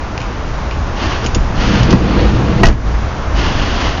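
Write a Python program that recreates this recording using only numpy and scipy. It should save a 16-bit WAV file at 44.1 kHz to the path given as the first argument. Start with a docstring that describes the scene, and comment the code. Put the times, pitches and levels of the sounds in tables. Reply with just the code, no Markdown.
"""A minivan's side door clicks open, rumbles along its track and slams shut, close by and outdoors.
The rollers shake the door panel; the slam rings the latch, sets the body booming and pushes out
a puff of air that overloads the recorder. Soft rubbing, as of sleeve and hand, comes with each move.
Traffic and low wind go on underneath."""
import sys
import numpy as np
from scipy import signal
from scipy.fft import rfft, irfft
from scipy.io import wavfile
from scipy.ndimage import minimum_filter1d

SR = 44100
rng = np.random.default_rng(int(sys.argv[2]) if len(sys.argv) > 2 else 0)


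def int16_out(signal):
    """Quantize to a 16-bit WAV file."""
    q = np.round(np.clip(np.atleast_2d(signal).T, -1, 1) * 32767)
    wavfile.write(sys.argv[1], SR, q.astype(np.int16))


N = 176400
T = np.arange(N) / SR

# modes of the door panel: (frequency [Hz], level [dB], t60 [s])
PANEL_MODES = [(55.8, -4.5, .3), (88, -8, .15), (121.5, -2, 0.24), (145, -4, 0.11), (175.7, -3, 0.12),
               (204.4, -1.5, 0.19), (252, -2.5, 0.088), (302.7, -2, 0.09), (345.5, 0, 0.051),
               (488, -4.5, .07), (671, -14.5, 0.059)]
# bright colour of a hardware click: (frequency [Hz], level [dB])
CLICK_SPECTRUM = [(300, -19.5), (1500, 5.5), (2300, -5.5), (2900, 5.5), (3500, -1), (4200, -3), (4900, 1.5),
                  (5800, 2), (6600, -5.5), (7300, -6.5)]


def amp(db):
    """Decibels to gain."""
    return 10 ** (np.asarray(db) / 20)


def unit(x):
    """Scales to rms 1."""
    return x / np.sqrt(np.mean(x ** 2) + 1e-20)


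def fader(rows, column=1):
    """Gain over time from one dB column of a curve."""
    rows = np.array(rows)
    return amp(np.interp(T, rows[:, 0], rows[:, column]))


def colour(x, spectrum, ripple_db=0):
    """Gives x a spectrum, with optional ripple on top, at rms 1."""
    hz, db = np.transpose(spectrum)
    f = np.fft.rfftfreq(N, 1 / SR)
    curve_db = np.interp(np.log(f + 1), np.log(hz + 1), db)
    return unit(irfft(rfft(x) * amp(curve_db + ripple_db), N))


def noise(spectrum):
    """Coloured noise at rms 1."""
    return colour(rng.standard_normal(N), spectrum)


def resonate(x, spectrum, width_hz, ripple_db):
    """Colours x like a vibrating object: a smooth spectrum with many small resonances."""
    bins = N // 2 + 1
    lag = np.fft.rfftfreq(bins, SR / N)
    smoothing = np.exp(-(lag * width_hz) ** 2) * (1 - np.exp(-(lag * 10 * width_hz) ** 2))
    ripple = unit(irfft(rfft(rng.standard_normal(bins)) * smoothing, bins))
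    return colour(x, spectrum, ripple_db * ripple)


def waver(rate_hz, depth_db):
    """Smooth random gain."""
    f = np.fft.rfftfreq(N, 1 / SR)
    drift = irfft(rfft(rng.standard_normal(N)) * np.exp(-(f / rate_hz) ** 2) * (f > 0), N)
    return amp(depth_db * unit(drift))


def grains(per_s, spread_db):
    """Random tiny impacts of uneven size."""
    size = amp(spread_db * np.minimum(rng.exponential(1, N), 4))
    return unit(size * rng.choice([-1, 1], N) * (rng.random(N) < per_s / SR))


def strike(s, t60, rise_s=.0007):
    """Envelope of a hit at time s: quick rise, exponential decay."""
    t = np.maximum(T - s, 0)
    return (1 - np.exp(-t / rise_s)) * np.exp(-np.minimum(np.log(1000) * t / t60, 40))


def modal_tone(modes, samples):
    """Decaying modes, neighbours swinging in opposite directions."""
    t = np.arange(samples) / SR
    return sum((-1) ** k * amp(db - 60 * t / t60) * np.sin(2 * np.pi * hz * t)
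               for k, (hz, db, t60) in enumerate(modes))


def ring(hits, modes):
    """Each hit sets the modes ringing for up to a second."""
    out, tone = np.zeros(N), modal_tone(modes, SR)
    for s, db in hits:
        part = out[round(s * SR):][:len(tone)]
        part += amp(db) * tone[:len(part)]
    return out


def lowpass(x, hz):
    """Steep band limit."""
    return signal.oaconvolve(x, signal.firwin(301, hz, window=("kaiser", 8), fs=SR)[None], "same")


def slam():
    """Metal meets metal, the claw snaps shut, the body booms on and cars and walls echo."""
    # impacts of guide and latch: (time [s], relative crash level [dB], ring level [dB])
    impacts = [(1.9285, -12, -17.5), (2.633, 1.5, 2.5), (2.667, -10, -23), (2.685, -12, -21)]
    # colour of the metal crash: (frequency [Hz], level [dB])
    crash_spectrum = [(150, 12), (700, 0.5), (1800, -3), (2400, -11.5), (3500, -17), (5200, -20),
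                      (7200, -25)]
    # ring of the latch: (frequency [Hz], level [dB], t60 [s])
    latch_modes = [(358, -5, .08), (672, -3, 0.14), (918, -4, 0.064), (1017, -1, 0.064), (1285, 1.5, 0.044),
                   (1672, -16, 0.32), (1872, -3, 0.11), (1932, 0.5, 0.097), (2564, -13.5, 0.2),
                   (2710, -15, 0.038)]
    # the claw snaps over its teeth: (time [s], level [dB])
    claw_snaps = [(2.635, -10), (2.64, -10), (2.6508, -7), (2.656, -1), (2.668, -1), (2.684, -9)]
    # boom of the body: (frequency [Hz], level [dB])
    boom_spectrum = [(15, -8.5), (40, -4), (56, 6.5), (85, -4), (118, -1), (150, -15), (230, -12),
                     (330, -19.5), (600, -31.5), (2000, -76)]
    # drone of cabin air and door skin: (frequency [Hz], level [dB], t60 [s])
    cabin_modes = [(55, -4, 1.6), (65.8, -3, 0.46), (114, -16, 0.47)]
    slam_s = 2.65
    crash = noise(crash_spectrum) * sum(amp(db + 3) * strike(s, t60=0.17) for s, db, _ in impacts)
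    latch = ring([(s, db) for s, _, db in impacts], latch_modes)
    claw = noise(CLICK_SPECTRUM) * sum(amp(db) * strike(s, t60=0.033) for s, db in claw_snaps)
    boom = noise(boom_spectrum) * amp(-2.5) * strike(slam_s, t60=1.0, rise_s=0.016)
    drone = ring([(slam_s, 0)], cabin_modes)
    echo = noise(crash_spectrum) * amp(-10) * strike(slam_s, t60=0.15, rise_s=0.0064)
    return crash + latch + claw + boom + drone + echo


def rollers():
    """Bumps in the track shake the panel's modes; grit hisses under the wheels."""
    # the door's travel: (time [s], rumble level [dB], hiss level [dB])
    travel = [(1.5, -26, -47.5), (1.62, -19, -40), (1.76, -13, -27), (1.84, -18.5, -29), (1.9, -11, -21),
              (1.98, -13.5, -29.5), (2.07, -12, -22.5), (2.2, -12, -20.5), (2.42, -13.5, -29.5),
              (2.61, -13, -27), (2.67, -4, -52)]
    # hiss of the wheels: (frequency [Hz], level [dB])
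    hiss_spectrum = [(150, -9.5), (400, 7.5), (800, 1), (1300, -2), (2300, -6), (2750, -3.5), (3700, -11),
                     (4500, -10), (5500, -18.5), (7200, -51)]
    bumps = grains(per_s=450, spread_db=2.5)
    panel = modal_tone(PANEL_MODES, SR // 2)
    rumble = unit(signal.fftconvolve(bumps, panel)[:N]) * fader(travel, column=1)
    grit = rng.standard_normal(N) + 0.25 * grains(per_s=580, spread_db=7.5)
    hiss = resonate(grit, hiss_spectrum, width_hz=24, ripple_db=2.4)
    hiss *= fader(travel, column=2) * waver(rate_hz=28, depth_db=1)
    return (rumble + hiss) * (T > travel[0][0]) * (T < travel[-1][0])


def judder():
    """The door shudders once, just before the bend in its track."""
    # narrow, low band of the shudder: (frequency [Hz], level [dB])
    spectrum = [(80, -33), (115, -2), (135, -1.5), (165, -7), (210, -22), (500, -68)]
    centre_s, half_length_s = 1.85, 0.079
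    return noise(spectrum) * amp(-10.5) * np.exp(-((T - centre_s) / half_length_s) ** 4)


def thuds():
    """Blows knock dully on the panel, and the roller arm thuds into the bend of the track."""
    # blows on the panel: (time [s], level [dB])
    panel_hits = [(1.248, -15.5), (1.357, -11.5), (1.929, -10), (2.6305, -12), (2.686, -6)]
    # blows on the arm: (time [s], level [dB])
    arm_hits = [(1.9315, 1), (2.051, -12)]
    # low ring of the arm: (frequency [Hz], level [dB], t60 [s])
    arm_modes = [(126, -18, 0.13), (181, -0.5, 0.097), (256, -2.5, 0.093), (338, -4, .08)]
    return ring(panel_hits, PANEL_MODES) + ring(arm_hits, arm_modes)


def clicks():
    """Handle, catch and rollers tick in short, bright bursts."""
    # clicks: (time [s], level [dB], t60 [s])
    ticks = [(.178, -13.5, 0.0098), (1.242, -20.5, 0.094), (1.2614, -19, .05), (1.346, -12, 0.053),
             (1.8304, -14.5, 0.055), (1.9055, -13, .06), (1.926, -12.5, .025), (2.2064, -24, 0.035)]
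    return noise(CLICK_SPECTRUM) * sum(amp(db) * strike(s, t60) for s, db, t60 in ticks)


def catch():
    """The catch that held the door open is struck and pings."""
    # strikes on the catch: (time [s], level [dB])
    hits = [(1.2635, -23), (1.348, -17)]
    # its high ring: (frequency [Hz], level [dB], t60 [s])
    modes = [(2770, -15, 0.036), (3030, -4, 0.032), (4820, -4.5, 0.047), (5670, -4, .025),
             (6600, 1.5, 0.043), (7000, -9, 0.086)]
    return ring(hits, modes)


def creaks():
    """Handle and trim creak in short bursts of fluttering noise."""
    # creaks: (time [s], level [dB], t60 [s])
    bursts = [(0.1774, -16, 0.02), (0.201, -27, 0.23), (.711, -30.5, 0.19), (1.26, -19.5, 0.058),
              (2.504, -27, .04), (2.724, -22, 0.058)]
    # their thin colour: (frequency [Hz], level [dB])
    spectrum = [(500, -27), (1700, -23), (2300, 1), (3000, -1), (3500, -16.5), (4200, -8.5), (5500, -16),
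                (7200, -17)]
    rasp = noise(spectrum) * waver(rate_hz=310, depth_db=4.5)
    return rasp * sum(amp(db) * strike(s, t60) for s, db, t60 in bursts)


def air_puffs():
    """Each puff is a slow pressure swing that dies in a cycle or two."""
    # puffs on the microphone: (time [s], frequency [Hz], level [dB], decay [s])
    puffs = [(1.405, 36.2, -5, 0.0085), (1.58, 30, -5, 0.012), (2.648, 25.6, 8.5, 0.022),
             (3.34, 47.5, -9.5, 0.018)]
    out = np.zeros(N)
    for s, hz, db, decay_s in puffs:
        t = np.maximum(T - s, 0)
        swell = t / decay_s * np.exp(1 - t / decay_s)
        out += amp(db) * np.sin(2 * np.pi * hz * t) * swell
    return out


def rubbing():
    """Strokes of fine friction, as of sleeve and hand, swell, hold and let go."""
    # strokes: (start [s], length [s], level [dB], level change over the length [dB])
    strokes = [(0.945, .2, -18.5, -2.5), (1.168, 0.074, -26.5, 1), (1.537, .27, -18, 0),
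               (3.337, 0.19, -13, -8), (3.506, 0.26, -19, -1.5), (3.727, .15, -21.5, 2.5),
               (3.868, 0.14, -22, -5)]
    # colour of the friction: (frequency [Hz], level [dB])
    spectrum = [(60, 0), (170, -9.5), (290, 4.5), (480, -5.5), (750, -4), (1080, -3.5), (1450, -6),
                (1900, -6.5), (2350, -11), (2800, -6), (3200, -8), (3800, -14.5), (4500, -12.5),
                (5400, -17), (6200, -19), (7200, -30)]
    rise_s, release_s = 0.081, 0.072
    power = np.zeros(N)
    for s, length, db, change_db in strokes:
        t = T - s
        shape = np.clip(t / rise_s, 0, 1) * np.exp(-np.maximum(t - length, 0) / release_s)
        power += (shape * amp(db + change_db * np.clip(t / length, 0, 1))) ** 2
    friction = rng.standard_normal(N) + 0.15 * grains(per_s=760, spread_db=7.5)
    rustle = resonate(friction, spectrum, width_hz=17, ripple_db=1.6)
    return rustle * np.sqrt(power) * waver(rate_hz=50, depth_db=0.8)


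def traffic():
    """A steady wash of road noise."""
    # colour of the traffic: (frequency [Hz], level [dB])
    spectrum = [(60, -6), (170, 3.5), (300, 4.5), (400, 1), (700, 1.5), (1050, 1.5), (1500, -3.5),
                (2100, -9), (2500, -11), (3100, -14.5), (4300, -19), (6200, -20), (7200, -39.5)]
    # its gentle swell: (time [s], level [dB])
    swell = [(0, -25.5), (.5, -24.5), (.9, -24), (2.6, -22), (2.88, -24), (3.2, -23.5), (4, -23.5)]
    return noise(spectrum) * fader(swell) * waver(rate_hz=11, depth_db=0.37)


def wind():
    """A bed of low, lumpy wind rumble."""
    # colour of the wind: (frequency [Hz], level [dB])
    spectrum = [(10, -10.5), (25, -3.5), (45, -3), (62, 0), (85, -5.5), (125, -11.5), (200, -18.5),
                (500, -47.5)]
    # its rise and fall: (time [s], level [dB])
    gusts = [(0, -21.5), (.9, -17.5), (1.4, -16), (2.5, -14.5), (3.2, -20), (3.45, -14.5), (4, -19)]
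    return noise(spectrum) * fader(gusts) * waver(rate_hz=7.2, depth_db=-0.8)


def scene():
    """All sources at the microphone, in mono."""
    background = traffic() + wind() + rubbing()
    door = rollers() + judder() + clicks() + creaks() + catch() + thuds() + slam()
    return (background + door + air_puffs())[None]


def record(dry):
    """Gain control ducks after loud blows; the input overloads, is band-limited and clips."""
    threshold_db, hold_s, recover_db_per_s, share_removed = -9.5, 0.13, 135, 0.84
    ceiling, knee = 1.03, 11
    # the detector ignores the bass and averages power over 30 ms
    sensed = signal.sosfilt(signal.butter(2, 220, "high", fs=SR, output="sos"), dry[0])
    pole = np.exp(-1 / (0.03 * SR))
    power_db = 10 * np.log10(signal.lfilter([1 - pole], [1, -pole], sensed ** 2) + 1e-9)
    excess_db = np.maximum(power_db - threshold_db, 0)
    window = 2 * int(hold_s * SR / 2) + 1
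    held_db = -minimum_filter1d(-excess_db, window, origin=window // 2)
    recovery_db = T * recover_db_per_s
    duck_db = share_removed * (np.maximum.accumulate(held_db + recovery_db) - recovery_db)
    ducked = dry * amp(-duck_db)
    saturated = ducked / (1 + np.abs(ducked / ceiling) ** knee) ** (1 / knee)
    clipped = np.clip(lowpass(saturated, hz=7150), -1, 1)
    return lowpass(clipped, hz=16000)


dry = scene()
out = record(dry)
int16_out(out)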